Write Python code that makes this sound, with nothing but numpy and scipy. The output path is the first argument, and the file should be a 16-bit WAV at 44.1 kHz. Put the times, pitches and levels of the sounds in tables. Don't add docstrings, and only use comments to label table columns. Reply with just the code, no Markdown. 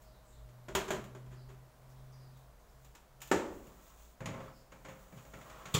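import sys
import numpy as np
from scipy import signal
from scipy.fft import rfft, irfft, next_fast_len
from scipy.io import wavfile
from scipy.ndimage import map_coordinates

SR = 44100
rng = np.random.default_rng(int(sys.argv[2]) if len(sys.argv) > 2 else 0)


def pcm_store(signal):
    levels = np.round(np.clip(np.atleast_2d(signal), -1, 1) * 32767)
    wavfile.write(sys.argv[1], SR, levels.astype(np.int16).T)


N = 255339


def amp(db):
    return 10 ** (np.asarray(db) / 20)


def rms(x):
    return np.sqrt(np.mean(x ** 2) + 1e-24)


def along(points, hz):
    f, value = np.transpose(points)
    return np.interp(np.log(hz + 1), np.log(f + 1), value)


def curves(rows):
    s, *columns = np.transpose(rows)
    return [np.interp(np.arange(N) / SR, s, column) for column in columns]


def wobble(rate, size=N):
    knots = rng.standard_normal(int(size * rate / SR) + 4)
    smooth = map_coordinates(knots, [np.arange(10 * len(knots) - 10) / 10])
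    return np.interp(np.arange(size) * 10 * rate / SR, np.arange(len(smooth)), smooth)


def filtered(x, response):
    padded = next_fast_len(len(x) + SR // 4)
    hz = np.fft.rfftfreq(padded, 1 / SR)
    return irfft(rfft(x, padded) * response(hz), padded)[:len(x)]


def noise(spectrum, size=N):
    x = filtered(rng.standard_normal(size), lambda hz: amp(along(spectrum, hz)))
    return x / rms(x)


def add(track, s, x):
    start = max(round(s * SR), 0)
    part = track[start:start + len(x)]
    part += x[:len(part)]


def arches(rows, fullness):
    t = np.arange(N) / SR
    power = np.zeros(N)
    for s, length, db in rows:
        progress = np.clip((t - s) / length, 0, 1)
        power += (amp(db) * np.abs(np.sin(np.pi * progress)) ** fullness) ** 2
    return np.sqrt(power)


# f/Hz, level/dB per Hz
ROOM_COLOUR = [(12, -40), (20, 1.5), (49, 1), (70, -8), (96, -13.5), (138, -8.5), (301, -18.5),
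               (624, -13.5), (849, -16.5), (1000, -16), (2670, -30.5), (7110, -33), (9670, -35.5),
               (14700, -34), (16000, -32)]


def room():
    drift_db = 0.6 * wobble(3)
    return amp(-61.5 + drift_db) * noise(ROOM_COLOUR)


def whine():
    tone_hz, start_db, fade_db_per_s = 620, -70.5, 3.5
    t = np.arange(N) / SR
    tone = amp(2 * wobble(12)) * np.sin(2 * np.pi * tone_hz * t + 1.2 * wobble(25))
    return amp(start_db - fade_db_per_s * t) * np.sqrt(2) * tone


# t/s, firing f/Hz
ENGINE_SPEED = [(.5, 122), (1.2, 126.4), (2.0, 130), (3.2, 130.8)]
# start t/s, length t/s, peak level/dB
ENGINE_SWELLS = [(-.1, .5, -67), (.27, .68, -56.5), (.85, .89, -51.5), (1.72, .83, -54), (2.71, .24, -63.5),
                 (3.06, .36, -63)]
# t/s, level/dB
RUMBLE_LEVEL = [(0, -69.5), (.4, -60.5), (3, -64), (4, -64), (5.7, -63)]


def engine():
    firing_hz, = curves(ENGINE_SPEED)
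    rumble_db, = curves(RUMBLE_LEVEL)
    phase = 2 * np.pi * np.cumsum(firing_hz) / SR
    firing = np.sin(phase) + amp(-21) * np.sin(2 * phase) + amp(-27) * np.sin(3 * phase)
    note = arches(ENGINE_SWELLS, fullness=0.8) * np.sqrt(2) * firing
    rumble = noise([(35, -44), (50, 1), (57, 1.0), (64, -19), (85, -35), (300, -120)])
    return note + amp(rumble_db) * rumble


# f/Hz, time to fall 60 dB t/s (for modes, before the body's sustain factor)
RING_ON = [(80, 1), (200, 1), (380, 0.74), (600, 0.81), (1000, 0.6), (2500, 0.49), (6000, 0.47),
           (15000, 0.42)]


def dying(x):
    hz, t, z = signal.stft(x, SR, nperseg=256)
    fade = amp(-60 * t / along(RING_ON, hz)[:, None])
    return signal.istft(z * fade, SR, nperseg=256)[1][:len(x)]


# start t/s, length t/s, middle f/Hz, relative level/dB
CHIRPS = [(0.0, 0.12, 4820, -76.5), (0.085, .12, 3810, -77.5), (0.2, .17, 7470, -73.5),
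          (0.27, 0.14, 3800, -75.5), (1.308, 0.14, 4650, -73), (1.88, 0.056, 5190, -77),
          (1.945, 0.054, 3370, -77), (2.109, 0.047, 5420, -69), (2.141, 0.15, 4830, -74),
          (2.3, .11, 3830, -78), (2.586, 0.03, 6320, -77), (2.67, .03, 4800, -77), (4.496, 0.13, 4850, -73)]


def birds():
    fall_octaves = 0.14
    song = np.zeros(N)
    for s, length, pitch_hz, db in CHIRPS:
        count = int(length * SR)
        buzz = 0.085 * wobble(500, size=count)
        glide = 2 ** (fall_octaves * np.linspace(0.5, -0.5, count))
        hz = pitch_hz * glide * (1 + buzz)
        tone = np.sin(2 * np.pi * np.cumsum(hz) / SR)
        add(song, s, amp(db) * 2 * np.hanning(count) * tone)
    echo = dying(rng.standard_normal(SR // 2))
    return signal.fftconvolve(song, echo / np.linalg.norm(echo))[:N]


# f/Hz, level/dB per Hz
PAPER_COLOUR = [(2000, -10.5), (3200, -6.5), (5000, -12.5), (7000, -1), (9500, -13.5), (12000, -13.5),
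                (15000, -4.5), (16000, 0)]
# t/s, level at the onset/dB
CREASES = [(0.018, -62.5), (1.895, -67), (2.37, -65), (2.6, -72)]


def creases():
    t60_s = 0.33
    track, t = np.zeros(N), np.arange(SR // 4) / SR
    for s, db in CREASES:
        add(track, s, amp(db - 60 * t / t60_s) * noise(PAPER_COLOUR, size=len(t)))
    return track


def ringing(modes, t, sustain, waver):
    hz, db = np.transpose(modes)[:, :, None]
    drift = wobble(30, size=len(modes) * len(t)).reshape(len(modes), -1)
    phase = 2 * np.pi * (hz * t + rng.random(hz.shape)) + waver * drift
    fade_db = 60 * t / (sustain * along(RING_ON, hz))
    strength_db = db + rng.normal(0, 0.98, hz.shape)
    return np.sum(amp(strength_db - fade_db) * np.sin(phase), axis=0)


BAND_EDGES = [60, 220, 700, 2500, 9000, 16000]


def struck(blows, modes, colour, balance_db, modes_db, sustain, direct_db, direct_s,
           crack_db, chatter_db, waver):
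    pivot_hz = 1340
    track, t = np.zeros(N), np.arange(SR * 3 // 4) / SR
    head = slice(SR // 25)
    below = lambda hz, edge: 1 / (1 + (hz / edge) ** 10)
    centres_hz = np.sqrt(np.multiply(BAND_EDGES[1:-1], BAND_EDGES[2:]))
    octaves = np.log2(centres_hz / pivot_hz)
    for s, contact, thump_db, clang_db, brightness in blows:
        upper_db = clang_db + np.array(balance_db) + brightness * octaves
        levels_db = [thump_db, *upper_db]
        chatter = amp(chatter_db * wobble(725, size=len(t)) * np.exp(-t / 0.013))
        clatter = chatter * dying(noise(colour, size=len(t)))
        ring = ringing(modes, t, sustain, waver)
        body = clatter / rms(clatter[head]) + amp(modes_db) * ring / rms(ring[head])
        onset = 1 - np.exp(-(2 * t / contact) ** 2)
        shape = onset * (1 + amp(direct_db) * np.exp(-t / direct_s))
        for lo, hi, db in zip(BAND_EDGES, BAND_EDGES[1:], levels_db):
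            crack = 1 + amp(crack_db) * np.sqrt(lo / BAND_EDGES[-1]) * np.exp(-t / 0.0068)
            band = filtered(body, lambda hz: below(hz, hi) - below(hz, lo))
            part = crack * shape * band
            add(track, s, amp(db) * part / rms(part[head]))
    return track


# t/s, contact t/s, thump level/dB, clang level/dB before balance and brightness,
# brightness/dB per octave
DOOR_BLOWS = [(.488, .0018, -72, -74, 0.5), (.683, 0.0015, -57, -53, -2), (.7505, 0.0014, -43.5, -35, 0.5),
              (.881, .0009, -53.5, -48.5, -1.5), (.905, 0.0011, -50, -40, -0.65),
              (.946, 0.0044, -54, -53, -1.5), (1.04, .0017, -65, -64.5, 2), (1.149, 0.0014, -71, -59, -2.5),
              (1.26, 0.0047, -63, -71, -1.5), (1.3, 0.044, -77, -66, -1.5),
              (1.485, 0.017, -75, -64.5, -1.5)]
# f/Hz, mean relative level/dB
DOOR_MODES = [(347, -8), (378, -1), (399, 0), (596, -9), (625, -8), (987, -11), (1005, -12), (1456, -12),
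              (1617, -12), (1733, -15), (2027, -16), (2412, -16), (3209, -17), (3262, -14), (3306, -18),
              (4480, -21), (6696, -17), (6815, -20), (6940, -18), (6968, -20), (7014, -21), (7036, -20),
              (7127, -20), (7317, -21), (7368, -22), (7474, -22)]
# f/Hz, level/dB per Hz
DOOR_COLOUR = [(35, -36), (60, -0.5), (87, -19.5), (212, -6.5), (274, -14), (389, -6), (480, -14),
               (607, -11), (842, -14.5), (968, -10), (3500, -22), (4860, -30.5), (7060, -24), (9350, -33.5),
               (16000, -24)]
DOOR_BALANCE_DB = [0.5, -1, -4, -15.5]


def door():
    return struck(DOOR_BLOWS, DOOR_MODES, DOOR_COLOUR, DOOR_BALANCE_DB, modes_db=-2, sustain=0.49,
                  direct_db=3.5, direct_s=0.073, crack_db=4, chatter_db=1.5, waver=0.36)


# start t/s, length t/s, relative level/dB
PUSHES = [(3.45, 0.63, -71), (4.27, 0.28, -58.5), (4.8, 0.97, -73), (5.33, 0.63, -59)]
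# f/Hz, level/dB per Hz
SCRAPE_COLOUR = [(88, -42), (150, -3), (473, -3.5), (515, -2.5), (1280, 0), (1520, -7), (2490, -11.5),
                 (4770, -24), (7080, -29), (9000, -45), (11700, -58), (19800, -120)]
# start t/s, length t/s, relative level/dB
RUSTLES = [(2.65, 0.33, -72), (3.3, 0.51, -63.5), (3.72, 0.44, -61), (4.17, 0.52, -67.5), (4.7, 1, -64.5),
           (5.3, 1, -60.5)]


def sliding():
    grit = amp(0.82 * wobble(300)) * noise(SCRAPE_COLOUR)
    t = np.arange(SR // 4) / SR
    sheet = rng.standard_normal(len(t)) * amp(-60 * t / 0.22)
    singing = signal.fftconvolve(grit, sheet / np.linalg.norm(sheet))[:N]
    scrape = arches(PUSHES, fullness=0.59) * amp(0.96 * wobble(35)) * (grit + singing)
    rustle = amp(1.38 * wobble(22) + 1.3 * wobble(700)) * noise(PAPER_COLOUR)
    return scrape + arches(RUSTLES, fullness=0.37) * rustle


# t/s, contact t/s, thump level/dB, clang level/dB before balance and
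# brightness, brightness/dB per octave
TRAY_BLOWS = [(2.845, .0022, -80, -74.5, 3.5), (2.95, .0009, -80, -65.5, 1.2), (3.204, .003, -87, -71, 2.5),
              (3.217, 0.00092, -80, -60, 4), (3.274, 0.00061, -79, -71.5, 5.5),
              (3.3135, 0.0022, -42.5, -32.5, -4), (3.667, 0.0027, -61.5, -74, 3)]
# f/Hz, mean relative level/dB
TRAY_MODES = [(184, -8), (293, -4), (312, -2), (347, -1), (382, 0), (404, -5), (533, -9), (560, -6),
              (633, -11), (777, -11), (868, -9), (884, -11), (914, -8), (958, -11), (1139, -10),
              (1188, -12), (1315, -14), (1444, -12), (1721, -14), (1743, -15), (1768, -10), (1797, -14),
              (2574, -22), (6777, -26), (6897, -24), (6922, -25), (6992, -26), (7062, -25), (7167, -26),
              (7490, -22)]
# f/Hz, level/dB per Hz
TRAY_COLOUR = [(35, -45), (70, -5.5), (110, -16), (230, -7.5), (350, -6), (480, -6.5), (570, -9),
               (710, -14), (920, -13), (1750, -18), (2000, -19.5), (4600, -35.5), (7300, -29), (9800, -39),
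               (15500, -25.5)]
TRAY_BALANCE_DB = [-3, 0.5, -1, -10]


def tray():
    return struck(TRAY_BLOWS, TRAY_MODES, TRAY_COLOUR, TRAY_BALANCE_DB, modes_db=1.5, sustain=0.76,
                  direct_db=-1.0, direct_s=0.025, crack_db=2, chatter_db=2.0, waver=0.28)


# t/s, contact t/s, thump level/dB, clang level/dB before balance and
# brightness, brightness/dB per octave
RAIL_BLOWS = [(4.204, 0.0051, -47, -53.5, -2.2), (4.257, .0024, -44.5, -48, 2.8),
              (4.288, 0.0021, -52, -56, -5), (4.338, 0.0047, -63, -56, -3), (4.4, 0.0086, -63, -59, -2.5),
              (4.718, 0.0067, -65.5, -60, 0), (4.845, 0.01, -69, -56, 0),
              (4.885, 0.0027, -54.5, -56.5, -0.5), (5.124, 0.0018, -56, -64, -2.5),
              (5.168, 0.017, -70, -64, 2.5), (5.25, .0022, -72, -64.5, -1), (5.335, 0.0045, -58, -56, -.6),
              (5.411, 0.0043, -65.5, -63, 2), (5.495, .0069, -68, -61, 2.5),
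              (5.653, .0052, -56.5, -54.5, 3)]
# f/Hz, mean relative level/dB
OVEN_MODES = [(127, 0), (151, -3), (186, -4), (238, -9), (297, -9), (419, -11), (529, -5), (559, -12),
              (591, -14), (649, -10), (825, -15), (1060, -13), (2176, -19), (2319, -20), (6570, -26),
              (6728, -25), (6753, -24), (6784, -24), (6925, -26), (7175, -26)]
# f/Hz, level/dB per Hz
OVEN_COLOUR = [(35, -39), (60, -10), (118, 1), (301, -16.5), (354, -15.5), (540, -18.5), (732, -16),
               (1060, -13), (1440, -15.5), (2250, -19.5), (4860, -36.5), (6740, -31.5), (9130, -37.5),
               (14900, -29), (16000, -43)]
RAIL_BALANCE_DB = [-1, -0.5, -7, -31]


def rails():
    return struck(RAIL_BLOWS, OVEN_MODES, OVEN_COLOUR, RAIL_BALANCE_DB, modes_db=1.5, sustain=0.78,
                  direct_db=-6.5, direct_s=0.046, crack_db=12.5, chatter_db=2.0, waver=0.22)


# t/s, contact t/s, thump level/dB, clang level/dB before
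# balance and brightness, brightness/dB per octave
BACK_BLOWS = [(5.739, 0.0059, -44, -47, 1), (5.746, .0035, -33.5, -41, -0.5)]
# f/Hz, mean relative level/dB
BACK_MODES = [(84, -13), (124, 0), (156, -4), (184, -7), (340, -11), (415, -8), (520, -13), (1119, -11),
              (1250, -16), (2580, -18), (3130, -15), (3334, -12), (3433, -13), (3530, -13), (4600, -18),
              (6683, -16), (7006, -13), (7237, -13), (8001, -17)]
# f/Hz, level/dB per Hz
BACK_COLOUR = [(35, -39), (60, -19), (124, 0), (238, -18), (427, -7), (593, -21.5), (968, -16), (1140, -11),
               (1470, -22), (3340, -17.5), (5210, -27.5), (7230, -20), (8920, -33), (14900, -34),
               (16000, -20)]
BACK_BALANCE_DB = [-0.5, 1, 6, -2]


def back_wall():
    return struck(BACK_BLOWS, BACK_MODES, BACK_COLOUR, BACK_BALANCE_DB, modes_db=-0.5, sustain=0.42,
                  direct_db=-13, direct_s=0.022, crack_db=9, chatter_db=2.0, waver=0.69)


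def scene():
    background = room() + whine() + engine() + birds()
    kitchen = creases() + door() + sliding() + tray() + rails() + back_wall()
    return (background + kitchen)[None]


def record(dry):
    top_hz = 15750
    return np.array([filtered(x, lambda hz: hz < top_hz) for x in dry])


dry = scene()
out = record(dry)
pcm_store(out)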